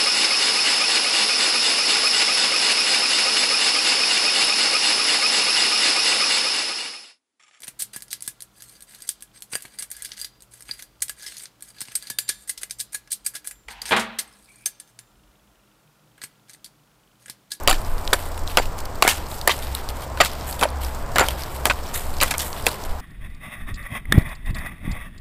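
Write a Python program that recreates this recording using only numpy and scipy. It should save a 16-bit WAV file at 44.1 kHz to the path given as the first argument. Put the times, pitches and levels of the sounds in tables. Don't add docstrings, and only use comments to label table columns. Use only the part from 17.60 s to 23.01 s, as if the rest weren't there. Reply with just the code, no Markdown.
import sys
import numpy as np
from scipy import signal
from scipy.fft import rfft, irfft, next_fast_len
from scipy.io import wavfile
from scipy.ndimage import uniform_filter1d

SR = 44100
rng = np.random.default_rng(int(sys.argv[2]) if len(sys.argv) > 2 else 0)


def master_out(mix):
    frames = np.transpose(np.atleast_2d(mix))
    ceiling = np.clip(frames, -1, 1)
    pcm = np.round(ceiling * 32767).astype(np.int16)
    wavfile.write(sys.argv[1], SR, pcm)


def level_to_linear(level):
    exponent = np.asarray(level, float) / 20
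    return 10 ** exponent


N = 238443
TIME = np.arange(N) / SR
LAG_S = .0009
BRANCH_T60_S = .017


def unit(x):
    return x / np.sqrt(np.mean(x ** 2))


def peak(x, db):
    return x * level_to_linear(db) / np.max(np.abs(x))


def add(out, s, x):
    i = max(int(s * SR), 0)
    out[i:i + len(x)] += x[:N - i]


def band(x, lo_hz, hi_hz, order=2):
    sos = signal.butter(order, [lo_hz, min(hi_hz, .47 * SR)], "band", fs=SR, output="sos")
    return signal.sosfilt(sos, x)


def ring(x, hz, t60):
    r = np.exp(-np.log(1000) / (t60 * SR))
    turn = 2 * np.pi * hz / SR
    return signal.lfilter([np.sin(turn)], [1, -2 * r * np.cos(turn), r * r], x)


def colour(x, points):
    size = next_fast_len(len(x))
    hz, db = np.transpose(points)
    bins_hz = np.arange(size // 2 + 1) * SR / size
    gain = level_to_linear(np.interp(np.log(bins_hz + 1), np.log(hz), db, right=-90))
    return unit(irfft(rfft(x, size) * gain, size)[:len(x)])


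def walk(rate):
    k = int(SR / rate)
    steps = np.repeat(rng.standard_normal(N // k + 1), k)
    return unit(uniform_filter1d(uniform_filter1d(steps, k), k)[:N])


def swell(s, db, rise, fall, hold=0):
    early = (s - TIME) / max(rise, 1e-3)
    late = np.maximum(TIME - s - hold, 0) / max(fall, 1e-3)
    return level_to_linear(db - 20 * np.maximum(early, late))


def grit(size, share, spread_db):
    noise, pick, tall = rng.standard_normal(size), rng.random(size), rng.exponential(size=size)
    return unit(noise * np.where(pick < share, level_to_linear(5.5 + spread_db * tall), 1))


def crackle(size, rate, spread_db, seconds):
    pick, tall = rng.random(size), rng.exponential(size=size)
    starts = np.where(pick < rate / SR, level_to_linear(spread_db * np.minimum(tall, 2.5)), 0)
    return 1 + signal.lfilter([1], [1, -np.exp(-1 / (seconds * SR))], starts)


def slips(t, seconds, first=4.4):
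    volley = grit(len(t), 0.081, 3.6) * np.exp(-t / seconds)
    volley[0] += first
    return volley


def crack(db, branch_hz, branch_db, splinter_hz, snap_db, splinter_octaves):
    t = TIME[:3000]
    push, odd = slips(t, 0.003, first=7.5), rng.random(3)
    soft_hz = min(9000 * 2 ** (snap_db / 10), .4 * SR)
    soft = signal.lfilter(*signal.butter(2, soft_hz, fs=SR), push)

    branch_ratios = (1, 0.554 + 0.254 * odd[0], 0.764 + 0.432 * odd[1])
    knock = sum(ring(soft, branch_hz * ratio, BRANCH_T60_S) for ratio in branch_ratios)
    knock += 0.43 * band(soft, 300, 1500, order=1)

    splinter_hz, splinter_t60_s = splinter_hz * 2 ** (splinter_octaves * odd[2]), .006
    splinter = ring(soft, splinter_hz, splinter_t60_s)
    splinter += 0.33 * ring(soft, splinter_hz * (1.29 + 0.31 * odd[1]), splinter_t60_s)
    splinter += 6.3 * band(soft, 1900, 4970)

    snap = band(push * np.exp(-t / 0.0017), 6640, 13800)
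    sound = peak(band(knock, 330, 9000), db + branch_db)
    sound += peak(band(splinter, 1560, 6100, order=1), db + 0.5)
    return sound + peak(snap, db + snap_db)


# [t/s, splinter peak level/dB, branch f/Hz, splinter f/Hz, snap level over splinter/dB]
MAIN_BREAKS = [(0.0746, 6.5, 570, 3310, 4), (0.082, 1, 1210, 4660, -1), (0.0933, -6, 1450, 1970, -8),
               (0.1105, -5.5, 1370, 3000, -3), (0.1277, -11.5, 1810, 4480, -3),
               (0.5314, -0.5, 1295, 3600, 5), (0.971, 4, 1250, 3170, 1.5), (1.4228, 7, 1200, 2800, 4.5),
               (1.4765, 2, 1650, 2300, 7), (1.8745, -0.5, 1990, 2070, 12.5),
               (1.8929, -5.5, 1180, 2940, -22), (2.602, -0.5, 1380, 2330, -13),
               (2.6098, -1.5, 800, 3120, -1.5), (2.6141, -2, 1270, 2530, 3), (3.0325, -6, 1150, 3240, -5),
               (3.5829, 2.5, 1290, 1980, 3), (3.5936, -5, 856, 2390, -3), (3.6848, -9, 930, 3240, 5.5),
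               (4.0544, -2.5, 1640, 3390, 13.5), (4.0981, -5, 730, 2520, -25), (4.6259, -3, 1500, 2920, -8),
               (4.6322, -8, 1256, 3360, 23), (5.066, 0.5, 700, 2490, 3)]
# [t/s, splinter peak level/dB, branch f/Hz, branch level over splinter/dB, snap level over splinter/dB]
LIGHT_KNOCKS = [(0.0973, -11.5, 900, -1, 15), (0.984, -7, 1050, -7, -14), (0.997, -20.5, 810, 11.5, -20),
                (1.4494, -9, 1250, 2, -33), (2.573, -22, 1500, 1.5, -3), (3.0111, -14, 760, -7, 3),
                (3.016, -24, 830, 8, -15), (3.0385, -16, 1200, 4, 0), (1.8748, -12, 700, 4, -20),
                (2.6025, -18, 560, 5, -20), (.9725, -19, 560, 5, -20), (3.0265, -10.5, 1080, 7.5, -9),
                (3.0528, -23, 830, 13, -12), (3.5582, -9.5, 905, 3.5, -4), (3.6065, -11, 613, 2.5, -9),
                (4.0536, -9.5, 820, 1.5, -26), (4.0664, -13, 910, -9, -10), (4.108, -12, 1480, 3.5, -21),
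                (2.607, -7, 1450, -1, -13), (1.8842, -9, 900, -6, -7), (4.7391, -19, 2000, 4, 1),
                (4.716, -16, 2100, 1.5, -10)]
# [t/s, splinter peak level/dB, splinter f/Hz, snap level over splinter/dB]
THIN_SPLITS = [(0.5289, 0, 1700, -31), (1.4691, -7, 2050, -22), (1.4884, -5.5, 2940, 6),
               (1.505, -16, 4500, 9), (1.4935, -15, 2600, 0), (1.498, -15, 3300, 0), (1.511, -14, 2200, 0),
               (1.911, -10, 3600, -12), (1.915, -10, 3900, -4.5), (1.921, -20, 3000, 5.5),
               (2.6478, -10, 4350, 4), (5.065, -10, 3380, 7), (4.6023, -9, 4800, -11),
               (4.6116, -6.5, 2980, -2), (4.7104, -9.5, 2310, 3), (4.781, -24, 4440, 23),
               (4.797, -20, 4440, 11)]


def cracks():
    out, events = np.zeros(N), []
    for s, db, branch_hz, splinter_hz, snap_db in MAIN_BREAKS:
        branch_db = -4 + 7 * np.log2(branch_hz / 1200)
        events.append((s, db, branch_hz, branch_db, splinter_hz, snap_db, 0))
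    for s, db, branch_hz, branch_db, snap_db in LIGHT_KNOCKS:
        events.append((s, db, branch_hz, branch_db, 2140, snap_db, 0.32))
    for s, db, splinter_hz, snap_db in THIN_SPLITS:
        events.append((s, db, 1160, -19, splinter_hz, snap_db, 0))
    for s, *settings in sorted(events):
        add(out, s + LAG_S, crack(*settings))
    return out


# [t/s, ring level/dB, lower-mode level/dB, time the edge chatters in the wood/s, upper-mode level/dB]
STEEL_BLOWS = [(0.0755, -16, 0, 0.018, -6), (0.0984, -21, 0, .008, -6), (.127, -28, 3, 0.004, 7),
               (0.531, -14, -8, 0.005, 1), (0.972, -31, -3, 0.003, 10), (.985, -23, 0, .012, -14),
               (1.424, -14, 0, 0.0028, -10), (1.4754, -28, 0, 0.0025, -4), (1.8745, -11, -10, 0.003, 1),
               (1.918, -25, -4, 0.0089, -6), (2.606, -21, 6, 0.006, -5), (3.034, -28, -3, 0.005, 7),
               (3.5575, -25, 0, 0.0031, 3), (3.594, -17, 0, 0.014, -9), (4.0536, -26, 0, 0.004, 0),
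               (4.098, -23, 0, 0.0052, -14), (4.6124, -22, 4, 0.012, -2), (5.0664, -22, 0, 0.01, -8)]
# [f/Hz, level/dB]
HEAD_MODES = [(2859, -6), (3989, -8), (4640, -4), (7210, 0), (7919, -8), (8712, -14), (10890, -4),
              (13390, -13)]


def axe_head():
    out, t = np.zeros(N), TIME[:5000]
    t60_s, scatter_db = .021, 2
    for s, ring_db, lower_db, chatter_s, upper_db in STEEL_BLOWS:
        share = rng.standard_normal((len(HEAD_MODES), 3))
        edge = slips(t, chatter_s)
        edge /= np.sqrt(np.sum(edge ** 2))
        steel = np.zeros(len(t))
        for (hz, db), (level_odd, pitch_odd, decay_odd) in zip(HEAD_MODES, share):
            mode_db = db + scatter_db * level_odd
            if hz > 9500:
                mode_db += upper_db
            if hz < 6000:
                mode_db += lower_db
            mode = ring(edge, hz * (1 + 0.0046 * pitch_odd), t60_s * level_to_linear(scatter_db * decay_odd))
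            steel += level_to_linear(mode_db) * mode
        add(out, s + LAG_S, level_to_linear(ring_db + 4.0) * steel)
    return out


# [t/s, thud level/dB]
BRANCH_THUDS = [
    (.0755, -29),
    (.127, -4),
    (1.424, -17),
    (1.8745, -3),
    (2.603, -31),
    (3.5575, -7),
    (3.594, -25),
    (4.0536, -8),
    (4.6124, -27),
    (5.0664, -15),
]


def thuds():
    out, t = np.zeros(N), TIME[:5000]
    tap = np.exp(-t / 0.000079) / 25
    for s, thud_db in BRANCH_THUDS:
        odd = rng.standard_normal(2)
        thud = ring(tap, 200 * (1 + 0.041 * odd[0]), 0.011)
        thud += 0.54 * ring(tap, 330 * (1 + 0.12 * odd[1]), 0.07)
        add(out, s + LAG_S, level_to_linear(thud_db) * band(thud, 175, 3000))
    return out


# [t/s, length/s, level/dB, centre f/Hz, hiss level over body/dB]
FIBRE_TEARS = [(.085, 0.056, -21, 1820, -1.5), (0.531, 0.018, -14.5, 1250, -4),
               (0.973, 0.022, -11.5, 1160, -11), (1.432, 0.094, -22.5, 1680, -3.5),
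               (1.474, 0.013, -16, 1800, 4), (1.486, 0.05, -23, 2200, 5), (1.874, 0.012, -18.5, 1010, -3),
               (1.889, .045, -21, 2400, -9), (2.6002, 0.031, -11.5, 1475, -21),
               (2.63, 0.038, -24, 2010, -1), (2.65, 0.026, -25, 3000, 4), (3.012, 0.028, -21.5, 1010, -7),
               (3.024, 0.033, -18, 1170, -12), (3.554, 0.038, -18, 1280, -14),
               (3.585, 0.062, -12.5, 1080, -13), (4.058, 0.029, -20, 900, -2),
               (4.096, 0.022, -14, 1813, -16), (4.338, 0.025, -35, 2790, -6),
               (4.612, 0.036, -15, 1580, -2.5), (4.704, 0.021, -21.5, 2020, 3),
               (4.736, 0.022, -28.5, 1800, -10), (4.789, 0.042, -30.5, 4300, 4.5),
               (5.062, 0.028, -18.5, 1200, -4)]
# [f/Hz, level/dB]
LEAF_SPECTRUM = [(710, -30), (1200, 0), (2740, -5), (2980, -3), (4070, -4), (6370, -5.5), (7730, -3),
                 (10800, -8), (12600, -4), (15500, -9)]


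def tears():
    out, t = np.zeros(N), TIME[:7000]
    for s, length, db, hz, hiss_db in FIBRE_TEARS:
        stream = grit(len(t), .01, 2.0) * crackle(len(t), 400, .8, .001)
        wood = sum(unit(ring(stream, hz * ratio, BRANCH_T60_S)) for ratio in (.5, .85, 1.3))
        body = unit(unit(band(stream, hz / 2.96, hz * 1.88)) + .5 * wood)
        body *= np.exp(-(t / length) ** 2 * 1.56)
        hiss = unit(band(colour(stream, LEAF_SPECTRUM), 2000, 12000))
        hiss *= np.exp(-(t / length) ** 0.94 * 1.77)
        onset = np.minimum(t / .004, 1)
        add(out, s + 2 * LAG_S, level_to_linear(db + 1.0) * (body + level_to_linear(hiss_db) * hiss) * onset)
    return out


# [t/s, peak level/dB, centre f/Hz, snap level over tick/dB]
TWIG_TICKS = [(.2476, -22, 5000, -12), (0.3803, -24, 4440, 1), (0.4756, -7, 3940, -20),
              (.506, -25, 4100, 3), (.6866, -29, 4000, 13), (0.7767, -20.5, 2400, 8),
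              (0.8753, -12, 3970, -10), (1.055, -24, 2840, 7), (1.188, -17, 6200, -15),
              (1.255, -15.5, 5100, -3), (1.666, -23, 5000, -33), (1.715, -21.5, 3770, -16),
              (1.8128, -11, 4300, 1), (1.989, -20, 6000, 6), (2.024, -17, 3500, 4), (2.149, -9, 3930, 11),
              (2.288, -12.5, 4970, 2), (2.642, -22, 4500, 8), (2.66, -20, 4500, 8),
              (2.7155, -17.5, 5200, -2), (2.733, -23, 3000, 9), (2.81, -19, 4430, -15),
              (2.837, -35, 4000, 5), (2.9104, -22, 5000, 18), (2.926, -16, 4500, 2),
              (2.9927, -18, 3600, -7), (2.994, -19, 3370, 10), (3.003, -30, 4000, 10),
              (3.025, -22, 5000, 17), (3.102, -27, 3800, 12.5), (3.247, -16, 5250, 4),
              (3.6626, -17, 4680, -9), (3.667, -16.5, 4500, -6), (3.8207, -17, 5150, 0),
              (3.8346, -16, 4950, 2), (3.964, -26, 4160, 14), (4.268, -24, 5210, -12),
              (4.3455, -13, 7500, 0), (4.567, -20, 5360, -17), (4.393, -21, 5000, -2),
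              (4.5847, -22, 5000, -2), (4.9286, -14, 4600, -16), (5.0242, -25, 5000, 13),
              (5.0412, -24, 5000, 6), (5.059, -18, 4500, 13), (5.084, -13, 4800, 11),
              (5.089, -12.5, 3700, 2), (5.115, -18, 3940, 9), (5.2368, -18, 5550, -16.5),
              (.2151, -26, 5000, 12), (.5908, -24, 2600, 8), (.6606, -27, 4000, 10),
                 (.7439, -28, 3500, 0), (.8981, -21, 3000, 0), (.904, -22, 4000, 0), (.911, -23, 4000, 0),
                 (1.965, -22, 7500, -2), (2.069, -21, 3200, -12), (3.088, -23, 4700, -8),
                 (4.3398, -17, 7000, 3), (4.5394, -26, 4360, -5), (4.9639, -23, 3280, 0)]


def ticks():
    out, t = np.zeros(N), TIME[:1500]
    for s, db, hz, snap_db in TWIG_TICKS:
        push = slips(t, 0.0015)
        tick = peak(band(push, hz / 1.1, hz * 1.1, order=1), db - 5.5)
        tick += peak(band(push, hz / 1.6, hz * 1.76), db - 15)
        tick += peak(band(push, 7500, 12200), db + snap_db - 11.5)
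        add(out, s + LAG_S, tick)
    return out


# [t/s, body level/dB, time to fall 20 dB/s, hiss level over body/dB]
SETTLING_LEAVES = [(.15, -27, 0.02, -14), (.56, -35, 0.16, -8), (1.029, -33.5, 0.03, -14),
                   (1.55, -35.5, 0.25, -9.5), (1.94, -34.5, 0.44, -6), (2.68, -34.5, 0.42, -11.5),
                   (3.07, -46, 0.4, -13), (3.65, -33, 0.4, -8), (4.14, -37.5, 0.3, -8),
                   (4.66, -33, 0.11, -9), (4.82, -33, 0.2, -1), (5.11, -39, 0.45, -7.5)]
# [start t/s, hold/s, body level/dB, time to fall 20 dB/s, hiss level over body/dB]
TWIG_BRUSHES = [(0.035, 0.0035, -47, 0, 8), (0.184, 0.15, -43, 0.46, -4.5), (0.653, 0.043, -51, -0.4, -2),
                (0.776, 0.0066, -42, -0.3, -6), (.874, 0.0077, -43, 0.3, -7), (1.183, 0.01, -40, 0.03, -7),
                (1.255, 0.0065, -38, -0.2, -4.5), (2.064, 0.03, -43, 0.4, -14), (1.69, .025, -49, .06, 2),
                (.897, .016, -46, .05, -6), (.59, .01, -43, .06, -2), (1.673, 0.098, -48, 0.14, -2),
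                (2.151, 0.014, -49, -0.22, 4), (2.292, 0.014, -42, 0, -4.5), (2.352, .1, -45, -0.14, -6.5),
                (2.576, .012, -38, 0.08, -9), (2.87, 0.053, -39.5, 0.08, 1.5),
                (2.993, 0.017, -33, -0.03, -4.5), (3.21, 0.026, -34.5, 0.15, -5),
                (3.35, .01, -48, 0.5, -5.5), (3.78, 0.022, -40.5, 0.15, -7),
                (3.914, 0.06, -44.5, 0.1, -1.3), (4.26, 0.0089, -44, 0.4, -10.5),
                (4.334, 0.006, -44, 0.2, 2), (4.343, .008, -40, .2, -1), (4.53, 0.11, -49, 0.1, -4),
                (4.944, .05, -39.5, .5, -9), (5.25, 0.018, -40.5, 0, -2)]


def rustle():
    body_gain, hiss_gain = np.zeros(N), np.zeros(N)
    for s, db, fall, hiss_db in SETTLING_LEAVES:
        gain = swell(s, db, 0.065, fall)
        body_gain += gain
        hiss_gain += gain * level_to_linear(hiss_db)
    for s, hold, db, fall, hiss_db in TWIG_BRUSHES:
        gain = swell(s, db, 0.006, fall, hold)
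        body_gain += gain
        hiss_gain += gain * level_to_linear(hiss_db)
    contacts = grit(N, 0.0075, 2.73) * crackle(N, 260, 2.2, 0.0012)
    contacts *= level_to_linear(2.0 * walk(55) + .8 * walk(20))
    leaves = colour(contacts, LEAF_SPECTRUM)
    body, hiss = unit(band(leaves, 1500, 6600)), unit(band(leaves, 5800, 14000))
    return level_to_linear(-2.0) * body_gain * body + level_to_linear(3.5) * hiss_gain * hiss


# [f/Hz, level/dB]
GRASS_SPECTRUM = [(1470, -31), (2500, -7.5), (5120, 3.5), (6200, -2), (7980, 3), (10300, -8), (13300, -3),
                  (14800, -2), (15500, -10)]


def undergrowth():
    stir = rng.standard_normal(N) * crackle(N, 70, 5.5, 0.0014)
    stir *= level_to_linear(.6 * walk(7.4) + 1.9 * walk(35))
    return level_to_linear(-46.5) * colour(stir, GRASS_SPECTRUM)


# [t/s, level/dB, time to rise and to fall 20 dB/s]
WIND_GUSTS = [
    (.13, -23, 0.13),
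    (.4, -24.5, 0.53),
    (1.0, -26, .5),
    (1.42, -34, 0.3),
    (2.26, -35.5, 0.25),
    (3.45, -29, 0.3),
    (3.75, -36, 0.06),
    (4.55, -28, .5),
    (5.04, -31, 0),
    (5.32, -17, 0.04),
]


def wind():
    gain = level_to_linear(-36) + sum(swell(s, db, length, length) for s, db, length in WIND_GUSTS)
    return gain * unit(band(rng.standard_normal(N), 8.1, 22.4))


# [t/s, f/Hz]
ENGINE_FIRING = [
    (0, 80),
    (.95, 83),
    (1.3, 72),
    (1.6, 72),
    (2.1, 64),
    (2.6, 66.5),
    (4.3, 68),
    (5.41, 74),
]
# [t/s, level/dB]
ENGINE_LOAD = [(0, -48.5), (.33, -32), (1.05, -33.5), (1.3, -44), (1.6, -41), (1.95, -38), (2.15, -27),
               (2.5, -25.5), (2.9, -29), (3.35, -26.5), (3.55, -32), (3.8, -30), (4.1, -31), (4.6, -31.5),
               (4.95, -37), (5.15, -38.5), (5.32, -34), (5.41, -40)]
# [t/s, depth/dB, time for the depth to grow and to shrink tenfold/s]
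ENGINE_DIPS = [(.2, 6, .2), (.48, 14, .25), (.71, 7, .1), (.95, 8, .1), (1.11, 8, .08), (2.24, 20, .11),
               (2.41, 12, .1), (2.68, 16, .25), (3.01, 10, .2), (3.44, 20, .12), (3.88, 17, .14),
               (4.32, 17, .14), (4.44, 6, .1), (5.1, 14, .14)]


def engine():
    hz = np.interp(TIME, *np.transpose(ENGINE_FIRING))
    db = np.interp(TIME, *np.transpose(ENGINE_LOAD))
    db = db + .7 * np.cos(2 * np.pi * 2.386 * (TIME - 3.6))
    db = db - sum(depth * swell(s, 0, back, back) for s, depth, back in ENGINE_DIPS)
    phase = 2 * np.pi * np.cumsum(hz * (1 + 0.03 * walk(14))) / SR
    first = level_to_linear(db + 1.2 * walk(11)) * np.sin(phase)
    second = swell(4.1, -44, 3.5, 2.3) * level_to_linear(3.4 * walk(8.8)) * np.sin(2 * phase)
    return np.sqrt(2) * (first + second)


# [f/Hz, level/dB]
ROAD_SPECTRUM = [(24, -45), (40, -3), (81, -5), (123, -12), (189, -16), (407, -17), (626, -13.5),
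                 (999, -14.5), (1960, -28), (3500, -38.5), (4550, -43.5), (7700, -120)]


def road():
    sway_db = .5 * (walk(1.1) + walk(7.02))
    return level_to_linear(-33 + sway_db) * colour(rng.standard_normal(N), ROAD_SPECTRUM)


def scene():
    near = cracks() + ticks() + axe_head() + thuds() + tears()
    ground = band(np.roll(near, int(0.0041 * SR)), 200, 3400, order=1)
    near = near + level_to_linear(-24) * ground + rustle()
    return (near + undergrowth() + road() + engine() + wind())[None]


def top_cut(x):
    return signal.sosfilt(signal.butter(12, 16470, fs=SR, output="sos"), x)


def record(dry):
    held = dry / (1 + np.abs(dry / .8) ** 4) ** (1 / 4)
    shelf = signal.sosfilt(signal.ellip(6, .2, 20, 15600, fs=SR, output="sos"), held)
    cut = signal.sosfilt(signal.ellip(10, .2, 60, 16450, fs=SR, output="sos"), shelf)
    return top_cut(cut)


dry = scene()
out = record(dry)
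master_out(out)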